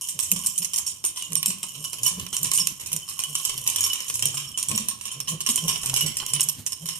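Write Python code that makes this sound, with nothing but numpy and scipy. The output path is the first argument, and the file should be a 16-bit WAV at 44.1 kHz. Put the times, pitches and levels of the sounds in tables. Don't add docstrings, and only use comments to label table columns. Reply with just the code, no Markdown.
import sys
import numpy as np
from scipy import signal
from scipy.fft import rfft, irfft, next_fast_len
from scipy.io import wavfile
from scipy.ndimage import map_coordinates

SR = 44100
rng = np.random.default_rng(int(sys.argv[2]) if len(sys.argv) > 2 else 0)


def store_wav(level_fs):
    pcm = np.round(np.clip(np.atleast_2d(level_fs), -1, 1) * 32767)
    wavfile.write(sys.argv[1], SR, pcm.T.astype(np.int16))


N = 308259
TIME = np.arange(N) / SR

# start_s, link_db, link_t60_s, struck_link_hz, wood_db
JOLTS = [(0.086, -25, 0.03, 8650, -47.5), (0.19, -24.5, 0.012, 9400, -34), (0.199, -21.5, 0.018, 7800, -56),
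         (0.226, -24, 0.034, 7770, -44.5), (0.316, -12.5, 0.0056, 7280, -40),
         (0.361, -29, 0.024, 8250, -37.5), (0.461, -19.5, 0.033, 8540, -47), (0.578, -19, 0.021, 9850, -71),
         (0.62, -29, 0.032, 8700, -42.5), (0.646, -22.5, 0.016, 6330, -39),
         (0.734, -22.5, 0.023, 9270, -36.5), (0.76, -20, 0.015, 8970, -47),
         (0.777, -23.5, 0.039, 7200.0, -39.5), (0.864, -24, 0.039, 8480, -53),
         (1.04, -24.5, 0.021, 8640, -44), (1.049, -22, 0.027, 8900, -45.5), (1.16, -35, 0.078, 8900, -45),
         (1.223, -28, 0.018, 9000, -42), (1.321, -31, 0.0027, 7850, -40), (1.332, -27, 0.0021, 7450, -58),
         (1.354, -17.5, 0.0092, 9100, -35), (1.429, -23, 0.0055, 8300, -29.5),
         (1.459, -15, 0.011, 7530, -37), (1.48, -23.0, 0.022, 8500, -51), (1.504, -26, 0.014, 8200, -35.5),
         (1.63, -26.5, 0.017, 9400, -36.5), (1.745, -50, 0.059, 8400, -47.5),
         (1.841, -30, 0.04, 9660, -43.5), (1.931, -28.5, 0.017, 7530, -35.5),
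         (1.984, -38, 0.02, 8000, -42.5), (2.032, -19, 0.021, 7030, -38.5),
         (2.063, -16, 0.028, 9630, -34.5), (2.197, -29.5, 0.009, 6750, -37),
         (2.265, -36, 0.0023, 7550.0, -41), (2.328, -26, 0.032, 8500, -39), (2.366, -20, 0.011, 7180, -39),
         (2.43, -19, 0.018, 7080, -45.5), (2.446, -23, 0.0039, 8600, -35.5),
         (2.456, -27.5, 0.022, 8960, -34.5), (2.515, -19, 0.0094, 7670, -29),
         (2.535, -17.5, 0.033, 8800, -49), (2.557, -25, 0.011, 8400, -51), (2.575, -18, 0.024, 8930, -46),
         (2.584, -25, 0.014, 9400, -33.5), (2.597, -25, 0.021, 9200, -67),
         (2.671, -18, 0.0098, 11700, -35.5), (2.797, -34.5, 0.042, 6840, -45),
         (2.86, -31, 0.03, 8340.0, -43), (2.917, -29, 0.022, 9700, -40.5), (2.93, -19, 0.006, 10200, -39.5),
         (2.963, -25, 0.014, 6970, -41.5), (3.079, -36.5, 0.089, 8740, -46),
         (3.191, -23, 0.019, 8520, -33.5), (3.237, -23, 0.0067, 8540, -39),
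         (3.352, -19.5, 0.017, 9840, -32), (3.45, -20, 0.021, 8000, -36), (3.494, -28.5, 0.017, 8400, -32),
         (3.578, -25.5, 0.0067, 8400, -38), (3.664, -28.5, 0.034, 9300, -34),
         (3.675, -15, 0.015, 8060, -37), (3.76, -20, 0.024, 8600, -31.5), (3.807, -18.5, 0.016, 6680, -37),
         (3.839, -19.5, 0.035, 9600, -36), (3.932, -23.5, 0.022, 9550, -34),
         (4.004, -30.5, 0.013, 8730, -36.5), (4.081, -28, 0.026, 6630, -47),
         (4.099, -24, 0.0071, 8600, -34), (4.14, -22.5, 0.028, 10400, -65),
         (4.155, -25, 0.0064, 8200, -40.5), (4.193, -25, 0.016, 7000, -42),
         (4.224, -20.5, 0.015, 7860, -30.0), (4.255, -16.5, 0.015, 9160, -40),
         (4.343, -27, 0.034, 8840, -54), (4.371, -27.5, 0.034, 8870, -36), (4.575, -24, 0.022, 8840, -38.5),
         (4.587, -27, 0.015, 8770, -39), (4.628, -21.5, 0.0057, 6740, -43),
         (4.685, -21, 0.019, 7830, -35.5), (4.714, -25, 0.0068, 8800, -30), (4.75, -25.5, 0.031, 8150, -41),
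         (4.777, -19.5, 0.013, 6700, -31.5), (4.885, -21, 0.016, 8860.0, -34.5),
         (5.011, -34, 0.02, 10400, -45), (5.054, -30, 0.029, 8900, -39), (5.115, -30, 0.025, 10000, -40.5),
         (5.202, -26.5, 0.011, 8500, -38), (5.274, -31, 0.11, 8520.0, -41), (5.405, -25, 0.017, 8400, -35),
         (5.463, -23, 0.023, 8860, -30), (5.489, -19, 0.014, 8350, -28.5), (5.5, -19, 0.024, 9070, -45),
         (5.558, -17.5, 0.014, 8930, -42), (5.576, -26, 0.017, 10100, -33),
         (5.681, -20.5, 0.031, 8550, -29), (5.697, -27, 0.022, 8580, -37), (5.759, -28, 0.011, 8700, -34),
         (5.833, -27.5, 0.015, 6800, -38), (5.859, -21.5, 0.016, 8230, -33.5),
         (5.897, -22.5, 0.0044, 8600, -33.5), (5.94, -19.5, 0.016, 8900, -35),
         (5.962, -19.5, 0.028, 7860, -31), (6.008, -20.5, 0.022, 11560, -35.5),
         (6.062, -23.5, 0.028, 7980, -34), (6.169, -21, 0.016, 8700, -38.5),
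         (6.2, -34, 0.019, 10000, -34.5), (6.263, -26.5, 0.011, 11900, -41),
         (6.284, -31.5, 0.038, 9050.0, -42), (6.335, -16.5, 0.017, 9700, -33),
         (6.361, -39, 0.011, 8380.0, -33), (6.397, -29, 0.014, 8800, -32.5),
         (6.407, -14.5, 0.011, 8200, -38.5), (6.429, -20.5, 0.021, 7730, -57),
         (6.487, -19, 0.018, 11300, -40.5), (6.663, -22, 0.022, 8800, -40.5),
         (6.721, -27.5, 0.019, 9050, -41.5), (6.857, -29, 0.023, 8900, -41.5),
         (6.888, -27.5, 0.025, 11100, -37.0)]
# centre_s, level_db, pitch_hz
LOW_SWELLS = [(0.17, -44.5, 148), (0.333, -32, 191), (0.369, -36.5, 169.7), (0.618, -39, 162),
              (1.33, -37, 153), (1.372, -42, 160.3), (1.497, -34.5, 176.3), (1.799, -40, 141.8),
              (2.037, -39, 135.6), (2.13, -45, 162.8), (2.188, -33, 179.5), (2.44, -36.5, 143.3),
              (2.557, -52, 166), (2.612, -39.5, 158.5), (2.656, -48, 165.8), (2.954, -36.5, 150),
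              (3.311, -41.5, 155), (3.58, -42.5, 126.6), (3.8, -49, 94.7), (4.2, -46.5, 109.6),
              (4.268, -33.5, 145.6), (4.717, -33, 154), (4.748, -31, 198.6), (4.805, -36.5, 189.3),
              (5.185, -41, 134), (5.338, -30.5, 154), (5.503, -30.5, 219.5), (5.652, -27, 169),
              (5.907, -37, 122), (6.056, -30, 159.3), (6.361, -35.5, 139.8), (6.477, -42, 157.4),
              (6.84, -36.5, 162.6)]
# pitch_hz, t60_s, shaken_db
STICK_MODES = [(1060, 0.034, -19.5), (3018, 0.016, -8), (5589, 0.025, -8.5), (8860, 0.032, -7)]
# pitch_hz, level_db
LINK_MODES = [(6550, 19.5), (7150, 24.5), (8450, 17), (9500, 18), (10900, 24.5), (12400, 20.5),
              (13900, 8.5)]


def undb(db):
    return 10 ** (np.asarray(db) / 20)


def unit_rms(x):
    return x / np.sqrt(np.mean(x ** 2) + 1e-20)


def unit_hit(x):
    return x / np.sqrt(np.sum(x ** 2) / (SR / 100) + 1e-20)


def fade(t, t60_s):
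    return np.exp(-np.log(1000) * np.maximum(t, 0) / max(t60_s, 1e-3)) * (t >= 0)


def interp_log(hz, points):
    freq_hz, value = np.transpose(points)
    return np.interp(np.log(hz + 1e-9), np.log(freq_hz), value)


def colour(x, points):
    size = next_fast_len(2 * x.shape[-1] + 2) * 2
    hz = np.arange(size // 2 + 1) * SR / size
    cepstrum = irfft(np.log(undb(interp_log(hz, points))))
    cepstrum[1:size // 2] *= 2
    cepstrum[size // 2 + 1:] = 0
    return irfft(rfft(x, size) * np.exp(rfft(cepstrum)))[..., :x.shape[-1]]


def add(track, start_s, x):
    i = max(int(round(start_s * SR)), 0)
    track[..., i:i + x.shape[-1]] += x[..., :max(N - i, 0)]


def wander(size, rate_hz):
    hop = max(int(SR / rate_hz), 2)
    steps = rng.standard_normal(size // hop + 3)
    return map_coordinates(steps, [np.arange(size) / hop + rng.random()], order=1) * 1.69


def burst(t, t60_s, spectrum):
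    return unit_hit(colour(rng.standard_normal(len(t)) * fade(t, t60_s), spectrum))


def ring(t, hz, t60_s, doppler, whirl_hz=5):
    angle = 2 * np.pi * (whirl_hz * t + rng.random())
    pitch_hz = hz * (1 + doppler * rng.uniform(0.76, 1) * np.sin(angle))
    attack = 1 - fade(t, 20 / hz)
    return np.sin(2 * np.pi * np.cumsum(pitch_hz) / SR) * fade(t, t60_s) * attack


def room_tone(level_db=-62):
    # freq_hz, density_db
    spectrum = [(30, -21), (115, 6.5), (250, -7), (1600, -17), (15000, -65)]
    noise = rng.standard_normal(N) + rng.standard_normal((2, N))
    return undb(level_db) * unit_rms(colour(noise, spectrum))


def link_clink(t, t60_s, struck_hz, struck_db=-5, scatter_db=4, bounce_db=-6, max_bounce_s=0.0088):
    # freq_hz, density_db
    crack_spectrum = [(1700, -37), (2600, -4), (4400, -7), (6600, 7.5), (9000, 8.5), (14500, -1)]
    neighbours = sum(undb(db + scatter_db * rng.standard_normal()) * ring(t, hz, t60_s, doppler=.07)
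                     for hz, db in LINK_MODES)
    note = undb(struck_db) * unit_hit(ring(t, struck_hz, t60_s, doppler=.006))
    crack = burst(t, t60_s, crack_spectrum)
    seat_s = .0004 + .045 * t60_s
    strike = (.7 * unit_hit(neighbours) + note + crack) * (1 - np.exp(-t / seat_s))
    out = strike.copy()
    for late, strength in rng.random((2, 2)):
        lag = int(np.clip(late * max_bounce_s * SR, 1, len(t) // 2))
        out[lag:] += strength * undb(bounce_db) * strike[:-lag]
    return unit_hit(out)


def stick_ring(t, levels_db):
    out = 0
    for (hz, t60_s, _), db in zip(STICK_MODES, levels_db):
        held = ring(t, hz, t60_s, doppler=.022)
        free = ring(t, hz, t60_s, doppler=.042)
        lobes = np.exp(wander(len(t), rate_hz=90))
        out = out + undb(db) * unit_hit(.5 * held + free * lobes)
    return out


def shaking_db(hold_s=0.1, settle_db_per_s=180, max_settle_db=16):
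    # time_s, level_db
    effort = [(0, -21), (.15, -46), (.4, -28.5), (.85, -44), (1.28, -40.5), (1.5, -43), (1.7, -35),
              (2.25, -41.5), (2.55, -30.5), (2.85, -45), (3.35, -31.5), (3.85, -33.5), (4.38, -40),
              (4.55, -32.5), (5.25, -51.5), (5.65, -30), (6.45, -46.5), (6.99, -35)]
    starts_s = np.sort(np.append(0, np.array(JOLTS)[:, 0]))
    since_s = TIME - starts_s[np.searchsorted(starts_s, TIME, side="right") - 1]
    settled_db = np.clip(settle_db_per_s * (since_s - hold_s), 0, max_settle_db)
    return np.interp(TIME, *np.transpose(effort)) - settled_db


def chain_rattle(gain_db=-5.5, variants=80, clinks_per_s=145, link_t60_s=.016):
    clink_scatter_db, mode_scatter_db = 4.6, 7
    t = np.arange(SR // 16) / SR
    drop_db = mode_scatter_db * rng.exponential(size=(variants, len(STICK_MODES)))
    shaken_db = np.array(STICK_MODES)[:, 2] - drop_db + mode_scatter_db / 3
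    low_hz, high_hz = LINK_MODES[0][0], LINK_MODES[-2][0]
    clinks = [link_clink(t, link_t60_s, rng.uniform(low_hz, high_hz)) + stick_ring(t, modes_db)
              for modes_db in shaken_db]
    out = np.zeros((2, N))
    for k, (late, size, pick, pan) in enumerate(rng.random((int(clinks_per_s * N / SR), 4))):
        gain = undb(clink_scatter_db * min(-np.log(size), 2))
        sides = np.sqrt([[pan], [1 - pan]])
        add(out, (k + 2 * late) / clinks_per_s, gain * sides * clinks[int(pick * variants)])
    return unit_rms(out) * undb(shaking_db() + gain_db)


def sleeve_rustle(gain_db=-17, width_s=0.064, idle_db=-37):
    # freq_hz, density_db
    spectrum = [(30, -21.5), (90, 6), (250, -5), (520, -24), (1500, -26), (4000, -20)]
    swell_power = sum(undb(db) ** 2 * np.exp(-((TIME - centre_s) / width_s) ** 2)
                      for centre_s, db, _ in LOW_SWELLS)
    envelope = np.sqrt(swell_power + undb(idle_db) ** 2)
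    folds = undb(4 * wander(N, rate_hz=25))
    noise = rng.standard_normal(N) + .5 * rng.standard_normal((2, N))
    return undb(gain_db) * envelope * unit_rms(folds * colour(noise, spectrum))


def chain_jolts(link_gain_db=-2.5, stick_gain_db=-2, knock_gain_db=-3, knock_t60_s=0.049):
    # freq_hz, density_db
    knock_spectrum = [(150, 7), (500, 9.5), (750, 4), (1080, 13), (1600, 6), (2600, 20.5), (4500, 14.5),
                      (9000, -12.5)]
    contact_scatter_db, pan_db, pan_scatter_db = 2, -1, 2.5
    slide_db, slide_lead_s, typical_t60_s = -23, .007, .015
    direct, to_walls = np.zeros((2, 2, N))
    t = np.arange(SR // 12) / SR
    for start_s, link_db, t60_s, struck_hz, wood_db in JOLTS:
        drive_db = np.array([wood_db - 9.5, wood_db, (wood_db + link_db) / 2 - 3, link_db - 7])
        modes_db = drive_db + stick_gain_db + contact_scatter_db * rng.standard_normal(len(drive_db))
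        clatter = t60_s / typical_t60_s
        knock_gain = undb(wood_db + knock_gain_db) / clatter ** 0.1
        knock = knock_gain * burst(t, knock_t60_s, knock_spectrum)
        link_gain = undb(link_db + link_gain_db)
        near, *far = (link_gain * link_clink(t, t60_s, struck_hz) + stick_ring(t, modes_db) + knock
                      for _ in range(3))
        lag_s = 1e-4 * rng.standard_normal()
        balance_db = pan_db + pan_scatter_db * rng.standard_normal()
        slide_tick = link_gain * undb(slide_db) * link_clink(t, t60_s, struck_hz)
        add(direct, start_s - slide_lead_s, slide_tick)
        spill = clatter ** 0.85
        for side, sign in enumerate((1, -1)):
            add(direct[side], start_s + sign * lag_s / 2, undb(sign * balance_db / 2) * near)
            add(to_walls[side], start_s, spill * far[side])
    return np.array([direct, to_walls])


def low_swells(tone_db=-2, noise_db=-13, droop=.16, waver=.055):
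    # freq_hz, density_db
    spectrum = [(30, -7.5), (80, -5), (200, 3.5), (330, -3), (520, -2.5), (800, -15), (2000, -27.5)]
    ref_width_s, ref_hz = 0.023, 149.3
    tones, envelope = np.zeros((2, N))
    t = np.arange(-SR // 8, SR // 8) / SR
    for centre_s, db, hz in LOW_SWELLS:
        width_s = ref_width_s * (ref_hz / hz) ** 2.65
        swell = np.exp(-(t / width_s) ** 2 / 2)
        pitch_hz = hz * (1 + droop * (swell - .75) + waver * wander(len(t), rate_hz=77.2))
        tone = np.sqrt(2) * np.sin(2 * np.pi * np.cumsum(pitch_hz) / SR)
        add(tones, centre_s + t[0], undb(db) * swell * tone)
        add(envelope, centre_s + t[0], undb(db) * swell)
    noise = envelope * unit_rms(colour(rng.standard_normal(N), spectrum))
    return undb(tone_db) * tones + undb(noise_db) * noise


def pings(hold_s=.017, damping_t60_s=.04, spill_db=-5):
    # start_s, pitch_hz, level_db
    taps = [(0.395, 1043, -45), (0.738, 5780, -31), (0.866, 5580, -27.5), (1.22, 2910, -38),
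            (1.355, 5640, -31), (1.367, 8760, -21), (1.851, 2975, -31.5), (2.056, 3000, -23.5),
            (2.061, 5600, -22.5), (2.366, 5680, -33.5), (2.58, 2950, -26.5), (2.6, 5465, -19.5),
            (3.024, 3010, -37.5), (3.236, 2990, -30), (3.837, 5590, -23.5), (3.862, 1092, -41),
            (3.901, 2990, -24), (4.223, 3130, -29.5), (4.254, 3070, -32.5), (4.476, 5560, -36),
            (4.543, 3000, -32), (4.706, 1056, -37), (4.745, 5500, -34), (4.911, 1095, -43),
            (5.105, 3123, -35), (5.206, 5330, -33.5), (5.462, 5570, -28), (5.58, 3094, -29.5),
            (5.644, 1030, -43), (5.685, 5770, -25.5), (6.011, 2960, -23.5), (6.29, 3050, -38),
            (6.342, 3010, -31.5), (6.405, 5460, -28.5), (6.72, 5470, -31.5)]
    direct = np.zeros((2, N))
    t = np.arange(SR // 10) / SR
    damping = fade(np.maximum(t - hold_s, 0), damping_t60_s)
    for start_s, hz, db in taps:
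        add(direct, start_s, undb(db) * unit_hit(ring(t, hz, 0.35, doppler=.012) * damping))
    return np.array([direct, undb(spill_db) * direct])


def slaps(gain_db=-2, t60_s=0.058):
    # start_s, level_db
    hits = [(0.446, -45), (0.79, -41.5), (1.04, -38), (1.636, -41), (2.053, -51), (2.329, -40),
            (4.343, -40), (5.835, -38), (5.934, -32), (6.227, -35.5)]
    # freq_hz, density_db
    spectrum = [(150, -3), (550, -6.5), (1100, 1), (2000, -16.5)]
    out = np.zeros(N)
    t = np.arange(SR // 10) / SR
    for start_s, db in hits:
        add(out, start_s, undb(db + gain_db) * burst(t, t60_s, spectrum))
    return out


def room(x, gap_s=0.0028, build_s=0.0035, lumpiness=0.47, coherent_hz=330):
    # freq_hz, t60_s
    bands = [(120, 0.88), (3000, 0.49), (7000, 0.28), (14000, 0.18)]
    t = np.arange(SR * 2 // 3) / SR
    hz = np.arange(len(t) // 2 + 1) * SR / len(t)
    mid, side = rfft(rng.standard_normal((2, len(t))))
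    width = hz / np.hypot(hz, coherent_hz)
    field = (mid + np.array([[1], [-1]]) * width * side) / np.sqrt(1 + width ** 2)
    tail = 0
    for band_hz, t60_s in bands:
        share = interp_log(hz, [(freq_hz, freq_hz == band_hz) for freq_hz, _ in bands])
        tail = tail + irfft(field * share, len(t)) * fade(t, t60_s)
    onset = np.clip((t - gap_s) / build_s, 0, 1)
    lumps = np.exp(lumpiness * wander(len(t), rate_hz=500) * fade(t, t60_s=0.49))
    tail *= onset * lumps
    tail /= np.sqrt(np.sum(tail ** 2, axis=1, keepdims=True))
    return signal.fftconvolve(x, tail, axes=1)


def moving_echoes(x, block_s=.4):
    block = int(block_s * SR)
    out = np.zeros((2, N))
    for i in range(0, N, block):
        add(out, i / SR, room(x[:, i:i + block]))
    return out


def scene(hit_send_db=-2, rattle_send_db=-1, soft_send_db=-9.5):
    hits, hits_to_walls = chain_jolts() + pings()
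    rattle = chain_rattle()
    soft = low_swells() + sleeve_rustle() + slaps()
    send = undb(hit_send_db) * hits_to_walls + undb(rattle_send_db) * rattle + undb(soft_send_db) * soft
    return hits + rattle + soft + moving_echoes(send) + room_tone()


def record(dry, cutoff_hz=14550):
    # freq_hz, left_minus_right_db
    mismatch = [(700, 0), (1290, -1), (2380, -3.3), (4400, -6.5), (8100, -4.8), (15000, -2.5)]
    pair = [colour(x, [(hz, sign * db / 2) for hz, db in mismatch]) for x, sign in zip(dry, (1, -1))]
    lowpass = signal.ellip(8, .2, 65, cutoff_hz, fs=SR, output="sos")
    return signal.sosfilt(lowpass, pair)


dry = scene()
out = record(dry)
store_wav(out)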